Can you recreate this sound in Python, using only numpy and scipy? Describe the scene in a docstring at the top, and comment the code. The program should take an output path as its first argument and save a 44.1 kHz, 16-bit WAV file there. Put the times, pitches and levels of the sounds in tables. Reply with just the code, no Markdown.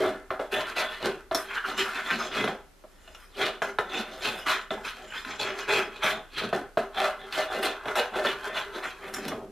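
"""Spokeshave on end grain

A steel spokeshave pares the end of a wooden blank clamped in a shaving horse, in a timber workshop.
Tearing fibres, as random impulses, drive resonant modes of blank, horse and tool and sound as a rasp.
Among the strokes the tool lands (noisy impacts on the modes), skids, squeaks (stick-slip tones) and
slides back. Decaying noise adds a short room tail; a low hum, rumble and hiss lie beneath."""
import sys
import numpy as np
from scipy import signal
from scipy.fft import rfft, irfft, next_fast_len
from scipy.io import wavfile

SR = 44100
rng = np.random.default_rng(int(sys.argv[2]) if len(sys.argv) > 2 else 0)


def unload_audio(sound):
    """Save the sound as a 16-bit wav file, at the path given as the first command line argument."""
    columns = np.transpose(np.atleast_2d(sound))
    # keep every value between -1 and 1, then stretch to whole-number steps
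    steps = np.round(np.clip(columns, -1, 1) * 32767)
    wavfile.write(sys.argv[1], SR, steps.astype(np.int16))


N = 419391


def from_db(db):
    """Logarithmic level: decibels to amplitude gain."""
    return 10 ** (np.asarray(db) / 20)


def rms_one(x):
    """Normalisation: a signal scaled to unit mean power."""
    return x / np.sqrt(np.mean(x ** 2) + 1e-20)


def at_hz(points, hz):
    """Interpolation of a frequency table on a logarithmic axis."""
    f, values = np.transpose(points)
    return np.interp(np.log(hz + 1), np.log(f), values)


def over_time(points):
    """Linear interpolation of a time table at every sample."""
    return np.interp(np.arange(N) / SR, *np.transpose(points))


def colour(x, spectrum):
    """Spectral shaping: each frequency is weighted by a smooth gain curve."""
    size = next_fast_len(x.shape[-1])
    gain = from_db(at_hz(spectrum, np.fft.rfftfreq(size, 1 / SR)))
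    return irfft(rfft(x, size) * gain, size)[..., :x.shape[-1]]


def bandpass(x, band):
    """Band limitation by a Butterworth filter."""
    return signal.sosfilt(signal.butter(2, band, "band", fs=SR, output="sos"), x)


def drift(rate_hz):
    """Low-passed random fluctuation of unit spread, drawn at every 32nd sample."""
    r = np.exp(-64 * np.pi * rate_hz / SR)
    settle = 1400   # steps dropped while the filter settles
    noise = rng.standard_normal(N // 32 + settle + 2)
    slow = signal.lfilter([1], [1, -2 * r, r * r], noise)[settle:]
    return np.interp(np.arange(N) / 32, np.arange(len(slow)), rms_one(slow))


# rumble and hiss: f/Hz, level/dB per Hz (relative)
AIR_SPECTRUM = [(20, 3), (41, 7), (61, 14), (110, -4), (240, 0), (1000, -6.5), (4000, -15), (14500, -21)]


def air():
    """Stationary noise: independent coloured rumble and hiss for mid and side."""
    level_db, side_db = -59, -3.0
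    mid, side = from_db(level_db) * rms_one(colour(rng.standard_normal((2, N)), AIR_SPECTRUM))
    return mid, from_db(side_db) * side


def hum():
    """Amplitude modulation: a pure low tone of slightly wandering level."""
    hz, level_db = 30.0, -59
    level = np.sqrt(2) * from_db(level_db + 1.2 * drift(3.4))
    return level * np.sin(2 * np.pi * hz * np.arange(N) / SR)


# reverberation time of the room: f/Hz, t60/s
ROOM_DECAY = [(100, 0.08), (700, 0.31), (2000, 0.33), (5000, 0.19), (12000, 0.15)]


def workshop(x):
    """Reverberation: convolution with noise tails that decay exponentially, band by band."""
    t = np.arange(int(0.5 * SR)) / SR
    edges = 60 * 2.0 ** np.arange(9)   # octaves
    tails = 0
    for low, high in zip(edges, edges[1:]):
        band = bandpass(rng.standard_normal((3, len(t))), [low, high])
        tails = tails + band * from_db(-60 * t / at_hz(ROOM_DECAY, np.sqrt(low * high)))
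    tails = tails * (1 - np.exp(-t / 0.00011))   # first echoes need a moment to arrive
    tails = tails / np.sqrt(np.sum(tails ** 2, axis=1, keepdims=True))
    # two tails are shared by both channels and traded as the hands move; the third, drawn on its own, is the
    # difference between the channels
    place = 2 * drift(2.08)
    sources = [x * np.cos(place), x * np.sin(place), x]
    here, there, differing = signal.fftconvolve(sources, tails, axes=1)[:, :N]
    return here + there, differing


# the sole squeaks on the end grain: t/s, length/s, starting f/Hz, level/dB (relative)
SQUEAK_EVENTS = [(1.529, 0.066, 1700, -25.5), (1.62, 0.0464, 1600, -26), (2.166, 0.069, 1470, -30)]


def squeaks():
    """Stick-slip friction: a rough tone and its octave swell, sag in pitch and fade."""
    sag_share, width_hz, octave_db = 0.18, 200, -13.5   # share of pitch lost; roughness; octave over tone
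    t = np.arange(N) / SR
    rough = [drift(width_hz) for _ in range(4)]
    out = 0
    for start, length, hz, db in SQUEAK_EVENTS:
        since = t - start
        swell = np.sin(np.pi * np.clip(since / length, 0, 1) ** 2) ** 2   # builds slowly, breaks off fast
        phase = 2 * np.pi * (hz * since - sag_share * hz / length * since ** 2 / 2)
        tone = rough[0] * np.sin(phase) + rough[1] * np.cos(phase)
        octave = rough[2] * np.sin(2 * phase) + rough[3] * np.cos(2 * phase)
        out = out + from_db(db) * swell * (tone + from_db(octave_db) * octave)
    return out


def resonate(force, hz, width):
    """Damped resonance: one mode of unit peak gain strays in pitch as grip and clamping change."""
    stray_share, stray_hz = 0.008, 2.5
    r = np.exp(-np.pi * width / SR)
    path = hz * (1 + stray_share * drift(stray_hz))
    turn = np.exp(2j * np.pi * np.cumsum(path) / SR)
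    # shift the mode to zero frequency, low-pass it there and shift it back
    slow = signal.lfilter([1 - r], [1, -r], (force + 1e-18) * turn.conj())
    return 2 * np.real(turn * slow)


def body(force, modes, shift_db):
    """Modal superposition: the moving contact point drives each parallel mode unevenly."""
    out = 0
    for k, (hz, width, db) in enumerate(modes):
        uneven = force * from_db(shift_db * drift(12.1))
        out = out + (-1) ** k * from_db(db) * resonate(uneven, hz, width)
    return out


# the tool lands or taps, then skids: t/s, clack level/dB (relative), thud level/dB over the clack,
# steel ring level/dB over the clack, skid level/dB (relative)
KNOCK_EVENTS = [(0.305, -18.5, 4, -28, -33.5), (0.394, -25.5, 11, -35, -32), (1.312, -17, 4.5, -32, -33),
                (1.347, -21, 6, 11.5, -34), (2.441, -10.5, 0.5, -18, -53), (2.476, -6.5, -9.5, -44, -28),
                (2.839, -46.5, 14, -36, -60.5), (3.076, -29, -9, -23, -56), (3.148, -25.5, -15, -14, -72),
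                (3.619, -10, -7.5, -20, -24.5), (3.786, -2, -8.5, -30, -30.5),
                (4.706, -11.5, -4.5, -34, -26.5), (5.249, -17, -32, -20, -56),
                (6.412, -32, 10.5, -43, -29.5), (6.528, -13.5, 2.5, -43, -25), (6.772, -12, 6, -31, -27),
                (7.856, -19, 1.5, -20, -32), (7.882, -10.5, -12, -24, -37), (7.955, -14, -24, -8.5, -26.5),
                (8.248, -14.5, 5, -17, -50), (9.139, -29.5, -25, 11.5, -45), (9.183, -41, 14.5, -30, -50),
                (9.282, -18.5, -34, -2, -52), (9.32, -37.5, 18.5, -27, -58)]


def blows(over_clack_db, modes, contact_s, rattle_s, first_db):
    """Impact excitation: a first contact and its decaying noisy rattle strike a set of modes."""
    start, clack_db, *_ = np.transpose(KNOCK_EVENTS)
    clicks = np.zeros(N)
    clicks[(start * SR).astype(int)] = from_db(clack_db + over_clack_db)
    envelope = signal.lfilter([1], [1, -np.exp(-1 / (rattle_s * SR))], clicks + 1e-18)
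    strike = from_db(first_db) * clicks + envelope * rng.standard_normal(N)
    soft = np.exp(-1 / (contact_s * SR))   # a longer contact is duller
    force = signal.lfilter([(1 - soft) ** 2], [1, -2 * soft, soft ** 2], strike)
    return body(force, modes, shift_db=2.5)


# modes of blank and horse: f/Hz, width/Hz (before any damping by the tool), level/dB (relative)
WOOD_MODES = [(116, 22, -20), (219, 28, -8), (285, 45, -13), (392, 20, 2), (500, 55, -9), (626, 24, 4),
              (744, 36, -4), (850, 110, -9)]
# modes of the blank's clamped end and the tool's sole: f/Hz, width/Hz, level/dB (relative)
SOLE_MODES = [(1054, 40, 0), (1256, 40, 2), (1420, 280, 3.5), (1787, 50, 3), (2015, 36, 3), (2560, 140, 0),
              (2905, 50, 2), (3200, 80, -2), (3490, 110, 1), (4050, 400, -5.5)]
# modes of steel blade and cap: f/Hz, width/Hz, level/dB (relative)
BLADE_MODES = [(5120, 60, 0), (6110, 50, -3), (6470, 70, -9), (7240, 200, -7)]


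def knocks():
    """Impact response: a thud in the wood, a clack in the sole, a ring in the steel and its loose cap."""
    _, _, thud_db, ring_db, _ = np.transpose(KNOCK_EVENTS)
    pressed_widens = 2.5   # the landing tool damps the wood's modes
    wood = [(hz, pressed_widens * width, db) for hz, width, db in WOOD_MODES[1:]] + [(1160, 930, -4.5)]
    steel = SOLE_MODES[-2:] + BLADE_MODES[1:] + [(5490, 140, 4), (10200, 140, 1), (11000, 13500, -18)]
    thud = blows(thud_db, wood, contact_s=0.00015, rattle_s=0.011, first_db=22.0)
    clack = blows(0, SOLE_MODES, contact_s=0.00004, rattle_s=0.0035, first_db=15.5)
    ring = blows(ring_db, steel, contact_s=0.000012, rattle_s=0.0097, first_db=14)
    return from_db(8) * thud + from_db(-0.5) * clack + from_db(-2.0) * ring


# the blade bites: full bite t/s, rise/s, hold/s, cut level/dB (relative), then level/dB over the cut for
# low wood, upper wood, upper sole, edge sizzle
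STROKE_EVENTS = [(0.037, 0.39, 0.036, -25, -6.5, -3.5, -10.5, -51),
                 (0.522, 0.012, 0.052, -24, -15.5, -11, -3.5, -8),
                 (0.768, 0.017, 0.047, -22, -21.5, -10, -5, -15),
                 (1.051, 0.047, 0.0056, -24.5, -5, -6.5, -5, -36),
                 (1.55, 0.13, 0.0046, -33.5, -16.5, -30, -2, -12),
                 (1.686, 0.063, 0.013, -27, -18.5, -9, -6.5, -14),
                 (1.779, 0.021, 0.021, -37, -6.5, -22, 12.5, 4),
                 (1.858, 0.04, 0.0056, -25, -35, -10.5, -21, -28),
                 (1.974, 0.084, 0.017, -27.5, -21, -17, -6, -28),
                 (2.104, 0.008, 0.017, -31.5, -6.5, -7, 2, -12),
                 (2.186, 0.0088, 0.065, -35, -13.5, -5, 0.5, -6.5),
                 (2.348, 0.051, 0.063, -26.5, -9, -17, -3, -16), (3.074, 0.28, 0.16, -58.5, -9, -24, 1, 3),
                 (3.401, 0.049, 0.064, -33, -2.5, -4, 8.5, -12.5),
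                 (3.949, 0.079, 0.025, -28.5, -7.5, -4.5, -1, -14.5),
                 (4.255, 0.057, 0.0039, -28.5, -8, -5, 4, -7),
                 (4.464, 0.0076, 0.053, -23.5, -17, -10.5, -0.5, -11),
                 (4.856, 0.025, 0.0058, -33, -19.5, -16, 1.5, -10),
                 (5.171, 0.15, 0.005, -50, -5, -17, 13, 2), (5.29, 0.053, 0.034, -35.5, -11, -9, -1, -14),
                 (5.396, 0.015, 0.091, -35.5, -3.5, -0.5, 3.5, -15),
                 (5.597, 0.11, 0.005, -31, -12, -13.5, -4, -20.5),
                 (5.688, 0.014, 0.098, -26.5, -4.5, -1.5, 1, -20),
                 (6.033, 0.015, 0.052, -27.5, -10.5, -0.5, 3.5, -5),
                 (6.381, 0.046, 0.019, -30.5, -17.5, -21, 5.5, -22),
                 (6.975, 0.032, 0.075, -23.5, -20, -5.5, -6.5, -21),
                 (7.21, 0.11, 0.061, -38.5, -9.5, -12, -9.5, -30),
                 (7.327, 0.0086, 0.005, -34.5, -8.5, -25, 10, -3),
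                 (7.376, 0.039, 0.029, -22.5, -15.5, -7.5, -5.5, -18.5),
                 (7.525, 0.056, 0.054, -24, -12, -10.5, -12, -27),
                 (7.632, 0.013, 0.015, -22.5, -7.5, -6.5, 0, -9.5),
                 (7.906, 0.22, 0.0061, -31, -20, -28, -16, -27),
                 (7.968, 0.022, 0.021, -25.5, -28, -3.5, 1.5, -21),
                 (8.161, 0.058, 0.0072, -21.5, -10.5, -8, -9.5, -38),
                 (8.259, 0.021, 0.0046, -21.5, -10.5, -31, -2, -18),
                 (8.478, 0.14, 0.005, -29, -15.5, -10, -10, -28),
                 (8.569, 0.056, 0.005, -25.5, -14, -9.5, -1.5, -11),
                 (8.765, 0.093, 0.0046, -32, -9.5, -4, -7, -17),
                 (8.84, 0.021, 0.018, -34, -11, -6.5, 1, -7),
                 (9.076, 0.2, 0.005, -37.5, -9, -1.5, -8.5, -15.5),
                 (9.132, 0.026, 0.17, -42.5, -1.5, -2, 0, -10)]
# the sole slides back lightly: t/s, hold/s, level/dB (relative), then level/dB over it for
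# low wood, upper wood, edge sizzle
SLIDE_EVENTS = [(0.666, 0.036, -37.5, -11.5, -31, -9), (0.917, 0.024, -34.5, -14.5, -26, -9),
                (2.061, 0.019, -35, -17, -14, -10), (4.084, 0.065, -45, -0.5, 0, -9),
                (4.335, 0.08, -41, -9, -2, -6.5), (4.985, 0.058, -44, -10.5, -1, -13),
                (5.945, 0.023, -43, -8, -8, -14.5), (9.298, 0.11, -65, 22, 24.5, -24)]
# fall as the blade leaves low wood, upper wood, lower sole, upper sole, blade: one rate/(dB per s) each
RELEASE = [164, 207, 170, 234, 205]


def contact():
    """Envelopes: every stroke, slide and skid rises, holds and decays in each group of modes."""
    rows = [(start, rise, hold, db, low, upper, 0, sole, edge)
            for start, rise, hold, db, low, upper, sole, edge in STROKE_EVENTS]
    slide_rise_s, slide_sole_db = 0.064, -1
    rows += [(start, slide_rise_s, hold, db, low, upper, 0, slide_sole_db, edge)
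             for start, hold, db, low, upper, edge in SLIDE_EVENTS]
    # a skid follows its knock by 3 ms; a brighter ring leaves a brighter skid (0.67 dB per dB)
    rows += [(start + 0.003, 0, 0, db, -9.5, -2, 0, -11, 2.5 + 0.67 * ring)
             for start, _, _, ring, db in KNOCK_EVENTS]
    start, rise, hold, db, *over_db = np.transpose(rows)[:, :, None]
    t = np.arange(0, N + 44, 44) / SR
    early = np.maximum(start - t, 0)
    late = np.maximum(t - start - np.maximum(hold, 0), 0)
    rise_db = 20   # gained over the rise
    rising_db = db - rise_db * early / np.maximum(rise, 0.002)
    gains = []
    for over, fall in zip(over_db, RELEASE):
        power = np.sum(from_db(rising_db + over - fall * late) ** 2, axis=0)
        gains.append(np.interp(np.arange(N) / SR, t, np.sqrt(power)))
    return gains


def fibres(per_s, uneven_db, judder_db):
    """Random impulse process: fibres part with uneven force, in clumps as the blade judders."""
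    sizes = from_db(uneven_db * np.minimum(rng.exponential(1, N), 5)) * rng.choice([-1, 1], N)
    parted = rng.random(N) < per_s / SR
    return rms_one(sizes * parted * from_db(judder_db * drift(53.4)))


# tilt of the rasp within each band: f/Hz, gain/dB (relative; each band's level is set separately)
RASP_TILT = [(200, 15), (500, 26.5), (1500, 23), (3900, -20), (5000, -76), (8500, -15), (13000, -18.5),
             (15000, -4.5)]
# balance for horse, low wood, upper wood, lower sole, upper sole, blade:
# ring level/dB, mean rasp level/dB (both relative)
GROUP_LEVELS = [(-7, -10), (-1.5, -19), (1.5, -11.5), (-12, -14), (-6.5, -6.5), (-1, -6.5)]
# the horse's deep modes: t/s, level/dB over the low wood
HORSE_LEVEL = [(0, 2), (1.2, -4), (1.698, 6.5), (3.6, -3), (4.4, 1.5), (5.2, 8.5), (5.7, -9), (6.4, 10),
               (7.2, -5.5), (9.1, -2), (9.2, 8.5)]
# how freely the blade rings in the grip: t/s, level/dB over the rasp (relative)
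GRIP_FREEDOM = [(1.299, -22.5), (1.6, -10.5), (2.5, -4), (2.8, -12.5), (5.0, -6), (5.698, 2.5), (6.1, -12)]
# how freely the upper wood rings: t/s, level/dB over the rasp (relative)
WOOD_FREEDOM = [(0.2, -5.5), (0.5, 0), (1.3, -8.5), (3.4, 1.5), (3.6, -6.5), (6.85, -5.5), (7.0, -3),
                (8.3, -0.5), (9.1, -8)]


def shaving():
    """Forced vibration: tearing fibres ring each group of modes and radiate a patchy rasp around them."""
    groups = ((WOOD_MODES[:3], (90, 310)), (WOOD_MODES[3:4], (310, 480)), (WOOD_MODES[4:], (480, 980)),
              (SOLE_MODES[:5], (980, 2300)), (SOLE_MODES[5:], (2300, 4600)),
              (BLADE_MODES, (4400, 16000)))   # modes, rasp band in Hz
    gains = contact()
    horse = gains[0] * from_db(over_time(HORSE_LEVEL))
    freedom = [1, 1, from_db(over_time(WOOD_FREEDOM)), 1, 1, from_db(over_time(GRIP_FREEDOM))]
    # thick fibres crack and shake every part at once
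    snaps = fibres(per_s=250.0, uneven_db=3.0, judder_db=0.5)
    out = 0
    for (modes, band), gain, free, (ring_db, rasp_db) in zip(groups, [horse] + gains, freedom, GROUP_LEVELS):
        # the other fibres part independently for each group
        snap_share = 0.3 if modes is BLADE_MODES else 0.65
        force = fibres(per_s=3000.0, uneven_db=-0.5, judder_db=2.0) + snap_share * snaps
        # estimated ring level for this force, divided out
        mode_power = sum(from_db(2 * db) * np.pi * width / SR for _, width, db in modes)
        size = np.std(force) * np.sqrt(mode_power)
        out = out + from_db(ring_db) * body(force * gain * free, modes, shift_db=3.5) / size
        rasp = rms_one(bandpass(colour(force, RASP_TILT), band))
        out = out + from_db(rasp_db + 4.2 * drift(6.6)) * gain * rasp
    return out


# stereo spread of the room's differing tail: f/Hz, side gain/dB
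SIDE_SPECTRUM = [(60, -10), (300, -37), (700, -23.5), (2000, -21.5), (5000, -10), (9000, -1.5), (14000, -9)]


def scene():
    """Mid-side superposition: work, room and background are turned into left and right."""
    lowest_hz, room_db = 110, -7
    # the work is high-passed to keep out lows leaking through the resonators
    highpass = signal.butter(2, lowest_hz, "high", fs=SR, output="sos")
    work = signal.sosfilt(highpass, shaving() + knocks() + squeaks())
    shared, differing = workshop(work)
    air_mid, air_side = air()
    mid = work + from_db(room_db) * shared + air_mid + hum()
    side = colour(differing, SIDE_SPECTRUM) + air_side
    return np.array([mid + side, mid - side])


def record(dry):
    """Saturation and band limitation: loud peaks are rounded off, then the top is cut steeply."""
    top, cutoff_hz = 0.34, 14420   # amplitude limit; start of the 60 dB stop band
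    rounded = top * np.tanh(dry / top)
    return signal.sosfilt(signal.cheby2(16, 60, cutoff_hz, fs=SR, output="sos"), rounded)


dry = scene()
out = record(dry)
unload_audio(out)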